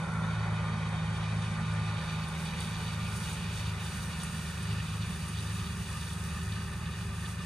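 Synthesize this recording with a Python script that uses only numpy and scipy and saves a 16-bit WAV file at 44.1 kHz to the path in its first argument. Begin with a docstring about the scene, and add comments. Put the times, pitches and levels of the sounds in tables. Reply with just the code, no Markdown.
"""A diesel tractor booms and clatters at about 2400 rpm, mowing a hillside some way off.
Periodic firing sounds the exhaust, and knocks ring the block. The belt-driven blades drone against it
and slice the grass with a fluttering hiss and a rasp at each thick tuft. Gears whine, the fan roars
and loose panels rattle. The sources are directional, so the timbre shifts as the tractor turns from
nose-on to broadside; moving air makes it all waver."""
import sys
import numpy as np
from scipy import signal
from scipy.fft import rfft, irfft, next_fast_len
from scipy.io import wavfile
from scipy.ndimage import map_coordinates

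SR = 44100
rng = np.random.default_rng(int(sys.argv[2]) if len(sys.argv) > 2 else 0)


def persist_wave(psi):
    """Save psi, clipped to +-1, as 16-bit WAV."""
    counts = np.round(np.clip(psi, -1, 1) * 32767).astype(np.int16)
    wavfile.write(sys.argv[1], SR, np.atleast_2d(counts).T)


N = 328545
TIME = np.arange(N) / SR
FFT_SIZE = next_fast_len(N)
HZ = np.maximum(np.arange(FFT_SIZE // 2 + 1) * SR / FFT_SIZE, 1)


def from_db(db):
    """Amplitude ratio: a factor of ten for every 20 dB."""
    return np.exp(np.asarray(db) * (np.log(10) / 20))


def unit_rms(x):
    """Normalisation to unit power."""
    return x / np.sqrt(np.mean(x ** 2) + 1e-20)


def in_time(points):
    """Linear interpolation of (seconds, value) points at every sample."""
    return np.interp(TIME, *np.transpose(points))


def over_hz(points):
    """Frequency response through (Hz, dB) points, interpolated in log frequency."""
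    hz, db = np.transpose(points)
    return from_db(np.interp(np.log(HZ), np.log(hz), db))


def colour(x, gain):
    """Linear filtering: the spectrum is multiplied by a frequency response."""
    return irfft(rfft(x, FFT_SIZE) * gain, FFT_SIZE)[:N]


def bell(hz, width):
    """A steep-sided resonance curve of height 1."""
    return 1 / (1 + (1.28 * (HZ - hz) / width) ** 2) ** 2


def drift(rate_hz):
    """Slow random fluctuation of unit rms: noise through a two-pole low-pass."""
    hop, settling = 40, 2000
    pole = np.exp(-2 * np.pi * rate_hz * hop / SR)
    noise = rng.standard_normal(N // hop + settling + 2)
    slow = signal.lfilter([1], [1, -2 * pole, pole * pole], noise)[settling:]
    return np.interp(np.arange(N) / hop, np.arange(len(slow)), unit_rms(slow))


def tone(cycles, waver_db, wander_rad):
    """Scintillation: moving air modulates the level and phase of a sine."""
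    amplitude = np.sqrt(2) * from_db(waver_db * drift(3.36))
    return amplitude * np.sin(2 * np.pi * (cycles + rng.random()) + wander_rad * drift(2.3))


def shaft_tones(turns, orders, broadside, waver_db, wander_rad):
    """Harmonics of rotation: tones at the nearest whole or half multiples of a shaft's speed."""
    out = np.zeros(N)
    for order, front_db, side_db in orders:
        gain = from_db(front_db + (side_db - front_db) * broadside)
        out += gain * tone(round(2 * order) / 2 * turns, waver_db, wander_rad)
    return out


def resonate(force, modes, broadside):
    """Modal radiation: a body's nose-on and broadside spectra, each at unit power, blend as it turns."""
    hz, width, front_db, side_db = np.transpose(modes)
    peaks = bell(hz[:, None], width[:, None])
    front = unit_rms(colour(force, np.sqrt(from_db(front_db) ** 2 @ peaks)))
    side = unit_rms(colour(force, np.sqrt(from_db(side_db) ** 2 @ peaks)))
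    return (1 - broadside) * front + broadside * side


def beam(broadside, level_db, aim, fall_db):
    """Directivity: the gain peaks where broadside equals aim and drops by fall_db per unit away."""
    return from_db(level_db - fall_db * np.abs(broadside - aim))


def stereo_spread(x, spread_s=0.058):
    """Decorrelation: left and right differ by diffuse scatter, level and fixed phase shifts in bands."""
    # Each row: frequency in Hz, scattered level against the direct sound in dB.
    scattering = [(40, -20), (150, -22), (350, -17), (700, -12), (1400, -11.5), (2800, -15), (5500, -7.5),
                  (9000, -6.5), (14000, 1.5)]
    # Each row: frequency in Hz, left minus right level in dB.
    balance = [(60, -0.5), (110, -1.0), (200, -1.5), (380, -0.5), (700, -1.0), (1290, -1.0), (2380, -0.5),
               (4400, -3.0), (8120, 0.0), (15000, 0.0)]
    # Each row: band centre in Hz, width in Hz, phase lead of the left channel in radians.
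    phase_bands = [(668, 76, -2.5), (2077, 270, 2.5), (2768, 116, 2.2), (3223, 79, 2.5), (3560, 220, 1.5),
                   (4230, 270, -1.5), (5130, 430, 3), (5420, 170, -4.5), (6200, 1700, -1.7), (7290, 870, 5)]
    echoes = rng.standard_normal(N) * np.exp(-TIME / spread_s)
    scatter = np.exp(1j * np.angle(rfft(echoes, FFT_SIZE))) * over_hz(scattering)
    lead = sum(radians * bell(hz, width) for hz, width, radians in phase_bands)
    leftward = np.sqrt(over_hz(balance)) * np.exp(0.5j * lead)
    return np.array([colour(x, (1 + scatter) * leftward), colour(x, (1 - scatter) / leftward)])


def whistle(broadside, pitch_hz=3192):
    """Forward beaming: a faint, unsteady tone, probably the turbocharger, is heard only from the front."""
    gain = beam(broadside, level_db=-58, aim=0.13, fall_db=75)
    return gain * tone(pitch_hz * TIME, waver_db=2.0, wander_rad=3.0)


def gears(crank, broadside):
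    """Gear meshing: each whines at its tooth rate; two are beamed forward, two swell and fade."""
    # Each row: teeth, on-axis level in dB, aim as a broadside share, loss in dB per unit share off it.
    beamed = [(27, -54, 0.037, 19), (21, -60, 0.25, 18)]
    # Each row of both: time in seconds, level in dB.
    low_whine = [(0, -64), (.5, -57), (.68, -47.5), (.96, -56), (1.3, -55), (1.98, -49.5), (2.44, -60.5),
                 (3.05, -54.5), (3.4, -74), (7.45, -62)]
    high_whine = [(0, -54), (.15, -50), (.45, -51.5), (.8, -59), (1.15, -57), (1.45, -68), (1.75, -54.5),
                  (2.2, -58), (2.6, -72), (3.15, -54), (3.4, -61.5), (4.55, -55), (5.2, -68), (5.45, -59.5),
                  (6.7, -71), (7.45, -69)]
    faint = sum(beam(broadside, *pattern) * tone(teeth * crank, waver_db=2.0, wander_rad=0.42)
                for teeth, *pattern in beamed)
    clear = sum(from_db(in_time(levels)) * tone(teeth * crank, waver_db=1.0, wander_rad=0.12)
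                for teeth, levels in ((30, low_whine), (36, high_whine)))
    return faint + clear


def fan(broadside):
    """Flow noise excites the shroud's resonances, loudest early on, while the grille faces the listener."""
    # Each row: time in seconds, level in dB.
    roar = [(0, -54), (.15, -45), (.42, -50), (.7, -66), (1.2, -66), (2, -87)]
    # Each row: frequency in Hz, width in Hz, relative levels nose-on and broadside in dB.
    shroud_modes = [(950, 320, -7, -5), (1140, 77, -5, -3), (1310, 26, 5, 3), (1380, 41, 8, -7),
                    (1470, 73, -2, 0)]
    return from_db(in_time(roar)) * resonate(rng.standard_normal(N), shroud_modes, broadside)


def guard(broadside, decay_s=0.035):
    """Impact excitation: each bump sets the mower's guard chattering with an exponential decay."""
    # Each row: start in seconds, level in dB.
    bumps = [(4.235, -65), (4.46, -57), (5.455, -44.5), (5.555, -46), (5.621, -47), (5.941, -44),
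             (6.25, -49), (6.345, -45), (6.57, -47), (6.865, -47), (7.245, -45), (7.404, -45)]
    # Each row: frequency in Hz, width in Hz, relative levels nose-on and broadside in dB.
    guard_modes = [(1165, 36, -2, -8), (1215, 34, -5, -4), (1765, 41, -8, -7.5)]
    jolts = sum(from_db(db) * (TIME >= s) * np.exp(-np.abs(TIME - s) / decay_s) for s, db in bumps)
    jolt_rms = np.sqrt(np.mean(jolts ** 2))
    return jolt_rms * resonate(jolts * rng.standard_normal(N), guard_modes, broadside)


def bonnet(crank, broadside, level_db=-55.0):
    """Forced rattling: a loose panel slaps three times, unequally, in every two turns of the crank."""
    # Each row: frequency in Hz, width in Hz, relative levels nose-on and broadside in dB.
    panel_modes = [(1773, 49, 4.5, 1.5), (1875, 36, 6, 0)]
    slaps = 3 * crank / 2
    strength = np.take([1.1, 0.55, 0.8], slaps.astype(int), mode="wrap")
    force = strength * np.exp(-(slaps % 1) / 0.33) + 0.15
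    gain = from_db(level_db + 0.3 * drift(10))
    return gain * resonate(rng.standard_normal(N) * force, panel_modes, broadside)


def stalks(attack_s=0.001, crack_s=0.003, crack_db=-4.5, tear_s=0.016, tear_db=-13.0):
    """Fracture: a thick stalk gives with a soft crack, then its fibres tear in a short swish."""
    # Each row: start in seconds, relative level in dB.
    breaks = [(1.735, -46), (2.2832, -42), (2.451, -41), (2.604, -35), (3.098, -44), (3.328, -38),
              (3.846, -39), (4.188, -40), (4.2335, -31), (4.628, -41), (5.157, -42), (5.2826, -38),
              (6.131, -39), (6.431, -41)]
    # Tone colour, with a narrow gap filtered out near 11.7 kHz. Each row: frequency in Hz, gain in dB.
    notched_colour = [(3000, -16), (6000, -5), (9000, 9), (10400, 4), (11700, -26), (13000, -14),
                      (15000, -17)]
    envelope = np.zeros(N)
    for start_s, db in breaks:
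        start = int(start_s * SR)
        age = TIME[:min(N - start, SR // 5)]
        crack = from_db(db + crack_db) * np.exp(-age / crack_s)
        tear = from_db(db + tear_db) * np.exp(-age / tear_s)
        envelope[start:start + len(age)] += (1 - np.exp(-age / attack_s)) * (crack + tear)
    return envelope * unit_rms(colour(rng.standard_normal(N), over_hz(notched_colour)))


def tufts(rotor, chop=0.27, gain_db=-0.5):
    """Amplitude modulation: a thick tuft is torn up over several blade passes, in one gritty surge."""
    # Each row: time of the peak in seconds, length in seconds, relative level in dB.
    thick_tufts = [(1.993, 0.038, -50), (2.095, 0.033, -45.5), (2.483, 0.049, -46), (2.63, 0.064, -46.5),
                   (2.743, 0.061, -48), (2.878, 0.061, -48), (3.27, 0.063, -48), (3.54, 0.037, -51),
                   (3.595, 0.054, -50), (3.678, 0.046, -46), (3.868, 0.046, -47), (3.945, .04, -50.5),
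                   (4.035, 0.032, -53), (4.126, 0.019, -53), (4.21, 0.026, -47), (4.383, 0.022, -51),
                   (4.642, 0.02, -54), (4.707, 0.028, -52), (5.02, 0.026, -47), (5.135, 0.021, -49),
                   (5.377, 0.051, -46), (5.48, 0.055, -53), (5.635, 0.13, -52), (6.018, 0.053, -53),
                   (6.115, 0.064, -48.5), (6.534, 0.057, -51), (6.624, .03, -51), (6.92, 0.024, -58),
                   (7.25, 0.037, -48.5), (7.31, 0.02, -48.5)]
    # Each row: frequency in Hz, relative spectral density in dB.
    rasp_spectrum = [(1500, -44), (2300, -7), (2850, 0), (3150, -4), (3450, 3.5), (3720, 5.5), (4150, -4),
                     (4600, 2), (5100, -14), (5900, -8.5), (7000, -17), (12000, -47)]
    surges = sum(from_db(db + gain_db) * np.exp(-2 * ((TIME - peak_s) / length_s) ** 2)
                 for peak_s, length_s, db in thick_tufts)
    grit = from_db(3.2 * drift(110))
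    tearing = rng.standard_normal(N) * (1 + chop * np.cos(6 * np.pi * rotor)) * grit
    return surges * unit_rms(colour(tearing, over_hz(rasp_spectrum)))


def dull_top(x, broadside, dull_db=-10.0, open_share=0.24, edge_share=0.03, top_hz=11800):
    """Shelf filtering: the hiss's highest treble is dull for the first two seconds, then opens up."""
    top = colour(x, 1 / (1 + (top_hz / HZ) ** 20))
    dull = 0.5 - 0.5 * np.tanh((broadside - open_share) / edge_share)
    return x + top * (from_db(dull_db * dull) - 1)


def grass(rotor, broadside, chop=0.12, flutter_db=1.0, snaps_per_s=120, snap_db=15.0, gain_db=1.5):
    """Shearing noise: the hiss pulses at the blade-passing rate, and stalks snap singly at random."""
    # The hiss follows the thickness of the grass. Each row: time in seconds, relative level in dB.
    cutting = [(0.0, -59), (0.72, -61), (1.6, -58.5), (2.22, -57.5), (2.42, -53), (2.55, -56.5),
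               (2.62, -51), (2.72, -55.5), (2.85, -53.5), (2.99, -56.5), (3.12, -51), (3.3, -49),
               (3.48, -56.5), (3.56, -51), (3.78, -57), (3.84, -50.5), (4.13, -53), (4.23, -50.5),
               (4.27, -52), (5.04, -55), (5.1, -51.5), (6.18, -52.5), (6.97, -56.5), (7.32, -52),
               (7.37, -57), (7.45, -53.5)]
    # Tone colour, with a narrow gap filtered out near 11.7 kHz. Each row: frequency in Hz, gain in dB.
    notched_colour = [(3000, -6), (5500, 3.5), (6800, 4.5), (7600, -0.5), (8400, 7), (9000, 6.5),
                      (10000, 3), (10800, -3), (11700, -51), (12600, -3), (15000, -11.5)]
    swish = rng.standard_normal(N) * (1 + chop * np.cos(6 * np.pi * rotor + drift(3.4)))
    snaps = (rng.random(N) < snaps_per_s / SR) * rng.standard_normal(N) * from_db(snap_db)
    flutter = from_db(flutter_db * drift(11.5))
    hiss = unit_rms(colour((swish + snaps) * flutter, over_hz(notched_colour)))
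    return from_db(in_time(cutting) + gain_db) * dull_top(hiss, broadside)


def sway(x, delay_s):
    """Frequency modulation: a wandering delay bends every resonance slightly up and down."""
    positions = np.clip((TIME + delay_s * drift(1.2)) * SR, 0, N - 1)
    return map_coordinates(x, [positions], order=3, mode="nearest")


def deck(crank, broadside, shake=0.046, flutter_db=1.37, gain_db=2.0):
    """Random excitation: cuttings pelt and ring the steel deck, which shakes with the firing."""
    # Each row: time in seconds, relative level in dB.
    pelting = [(0, -53.5), (1.6, -49.5), (3.4, -48), (5.2, -51), (7.45, -53.5)]
    # Each row: frequency in Hz, width in Hz, relative levels nose-on and broadside in dB.
    deck_modes = [(2296, 200, 9.5, -1), (2414, 89, 12, 7.5), (2540, 74, 12.5, 7), (2655, 70, -6, 9.5),
                  (2834, 115, 5.5, 10), (2968, 45, 10.5, -2.5), (3044, 50, -11, 6.5), (3190, 67, 8.5, -8),
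                  (3310, 72, 6.5, 4), (3470, 66, -5, 9), (3585, 41, 15.5, 0.5), (3684, 62, 11, 7.5),
                  (3840, 117, 6, 3), (4005, 120, 3, 2.5), (4300, 125, 3.5, 2.5), (4544, 130, 7, 1),
                  (4740, 180, -23, 3), (5270, 320, -1.5, -6), (5890, 130, 0, -12), (6780, 1200, -6, -6.5)]
    flutter = from_db(flutter_db * drift(16))
    force = rng.standard_normal(N) * (1 + shake * np.cos(4 * np.pi * crank)) * flutter
    ring = sway(resonate(force, deck_modes, broadside), delay_s=0.0006)
    return from_db(in_time(pelting) + gain_db) * ring


def blades(rotor, broadside, drone_gain_db=-0.87, churn_db=-44.5, side_gain_db=2.5, gust_db=1.15):
    """Blade-passing tone: three blades pump the air and leave a surging wake, louder from the side."""
    # Each row: time in seconds, relative level in dB.
    drone_levels = [(0.0, -44.5), (0.4, -33), (1.0, -37.5), (1.35, -34), (1.6, -39.5), (1.8, -32.5),
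                    (1.97, -34.5), (2.03, -54), (2.18, -38), (2.45, -64), (2.62, -41.5), (3.08, -35.5),
                    (3.28, -48.5), (3.7, -34), (4.33, -65), (4.71, -32.5), (4.8, -35), (4.85, -49),
                    (4.94, -33.5), (5.1, -46), (5.27, -41), (5.39, -36), (5.95, -49.5), (6.2, -38.5),
                    (6.38, -52), (6.49, -34.5), (6.82, -52), (7.03, -36.5), (7.3, -42.5), (7.45, -43)]
    # Each row: frequency in Hz, relative spectral density in dB.
    wake_spectrum = [(20, -25), (33, -21), (48, -1), (58, 1), (86, -5), (106, 5.5), (130, -1), (148, -5.5),
                     (168, 1.5), (208, -0.5), (232, -12), (255, -15), (295, -25), (600, -74)]
    # Each row: multiple of the rotor speed, levels nose-on and broadside in dB.
    lesser_orders = [(2, -53.5, -57), (6, -52.5, -62)]
    drone_gain = from_db(in_time(drone_levels) + drone_gain_db)
    drone = drone_gain * tone(3 * rotor, waver_db=0.0, wander_rad=0.15)
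    wake_gain = from_db(churn_db + side_gain_db * broadside + gust_db * drift(4.9))
    wake = wake_gain * unit_rms(colour(rng.standard_normal(N), over_hz(wake_spectrum)))
    return drone + wake + shaft_tones(rotor, lesser_orders, broadside, waver_db=3.5, wander_rad=0.14)


def clatter(crank, broadside, knock=0.17, valve=0.13, repeats=0.21, front_db=-43, side_db=-49.5):
    """Structure-borne noise: unequal knocks and valve taps ring the block, loudest through the grille."""
    # Each row: frequency in Hz, width in Hz, relative levels nose-on and broadside in dB.
    block_modes = [(393, 103, -4, 2), (483, 140, 0, -6), (574, 135, 1.5, -5.5), (784, 160, 3, -5.5),
                   (870, 260, 2, -4.5), (1039, 166, 4.5, 0), (1187, 47, 4.5, 7.5), (1287, 40, 2, 4.5),
                   (1447, 155, 4.5, -3.5), (1540, 155, 0.5, 3.5), (1997, 73, 5.5, 4.5), (2156, 85, -1, 1),
                   (2206, 120, 2, -14), (2414, 18, 1, 0.5), (2504, 29, -1.5, -1)]
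    cycle = crank / 2 % 1  # a little of the rattle repeats every two turns
    grid = np.arange(1100)
    repeating = np.interp(cycle * len(grid), grid, rng.standard_normal(len(grid)))
    rattle = repeats * repeating + rng.standard_normal(N)
    cylinder_force = np.take([0.48, 0.28, 0.52, 0.96], (2 * crank).astype(int), mode="wrap")
    knocks = knock * cylinder_force * np.exp(-(2 * crank % 1) / 0.5)
    taps = valve * np.exp(-(3 * crank % 1) / 0.83)
    lope_db = -0.25 * np.cos(2 * np.pi * crank)
    force = rattle * (1 + knocks + taps) * from_db(lope_db + 0.84 * drift(19))
    gain = from_db(front_db + (side_db - front_db) * broadside ** 0.76)
    return gain * resonate(force, block_modes, broadside)


def exhaust(crank, broadside):
    """Harmonic series: four cylinders give two firings a turn, and their inequality adds half orders."""
    # Each row of both: multiple of the crank speed, levels nose-on and broadside in dB.
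    booming_orders = [(2, -47, -42.5), (4, -35.5, -45.5), (4.5, -49, -45.5)]  # the firing tone and two that boom in the silencer
    lesser_orders = [(3, -56.5, -61), (3.5, -55.5, -57.5), (6, -65.5, -80), (8, -71, -79),
                     (9, -65.5, -72.5), (10, -66.5, -62), (12, -71, -77), (14, -57.5, -107), (15, -63, -72),
                     (18, -67, -71), (22, -59.5, -68), (24, -62, -67.5), (28, -63.5, -66.5),
                     (32.15, -64.5, -59.5), (34.1, -73, -76), (63, -81, -64)]
    boom = shaft_tones(crank, booming_orders, broadside, waver_db=1.35, wander_rad=0.032)
    return boom + shaft_tones(crank, lesser_orders, broadside, waver_db=2.0, wander_rad=0.35)


def scene():
    """Superposition: engine and mower, coupled by a belt, are heard together across the field."""
    # The engine sags under load. Each row: time in seconds, speed in turns per second.
    crank_speed = [(0.1, 40.65), (0.72, 40.17), (1.76, 40.12), (1.96, 39.92), (2.65, 40.19), (3.47, 39.55),
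                   (4.13, 39.62), (6.38, 39.27), (7.3, 39.36)]
    # The belt slips in thick grass. Each row: time in seconds, rotor turns per crank turn.
    belt_ratio = [(0, .889), (.7, .884), (1.9, .885), (2.35, .895), (3, .885), (3.75, .869), (4.3, .876),
                  (4.75, .890), (5.3, .883), (7.45, .886)]
    # Each row: time in seconds, broadside share from 0 (nose-on) to 1 (side-on).
    heading = [(0, 0), (1.5, 0.15), (3, 0.44), (5, 0.86), (7.45, 1)]
    crank = np.cumsum(in_time(crank_speed)) / SR  # shaft angles in turns
    rotor = np.cumsum(in_time(crank_speed) * in_time(belt_ratio)) / SR
    broadside = in_time(heading)
    engine = exhaust(crank, broadside) + gears(crank, broadside) + whistle(broadside) + fan(broadside)
    rattles = clatter(crank, broadside) + bonnet(crank, broadside) + guard(broadside)
    mower = blades(rotor, broadside) + deck(crank, broadside)
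    cut = grass(rotor, broadside) + tufts(rotor) + stalks()
    return stereo_spread(engine + rattles + mower + cut)


def record(dry):
    """Band limiting: an elliptic low-pass cuts the highest treble steeply."""
    cutoff_hz = 15300
    return signal.sosfilt(signal.ellip(10, 0.1, 80, cutoff_hz, fs=SR, output="sos"), dry)


dry = scene()
out = record(dry)
persist_wave(out)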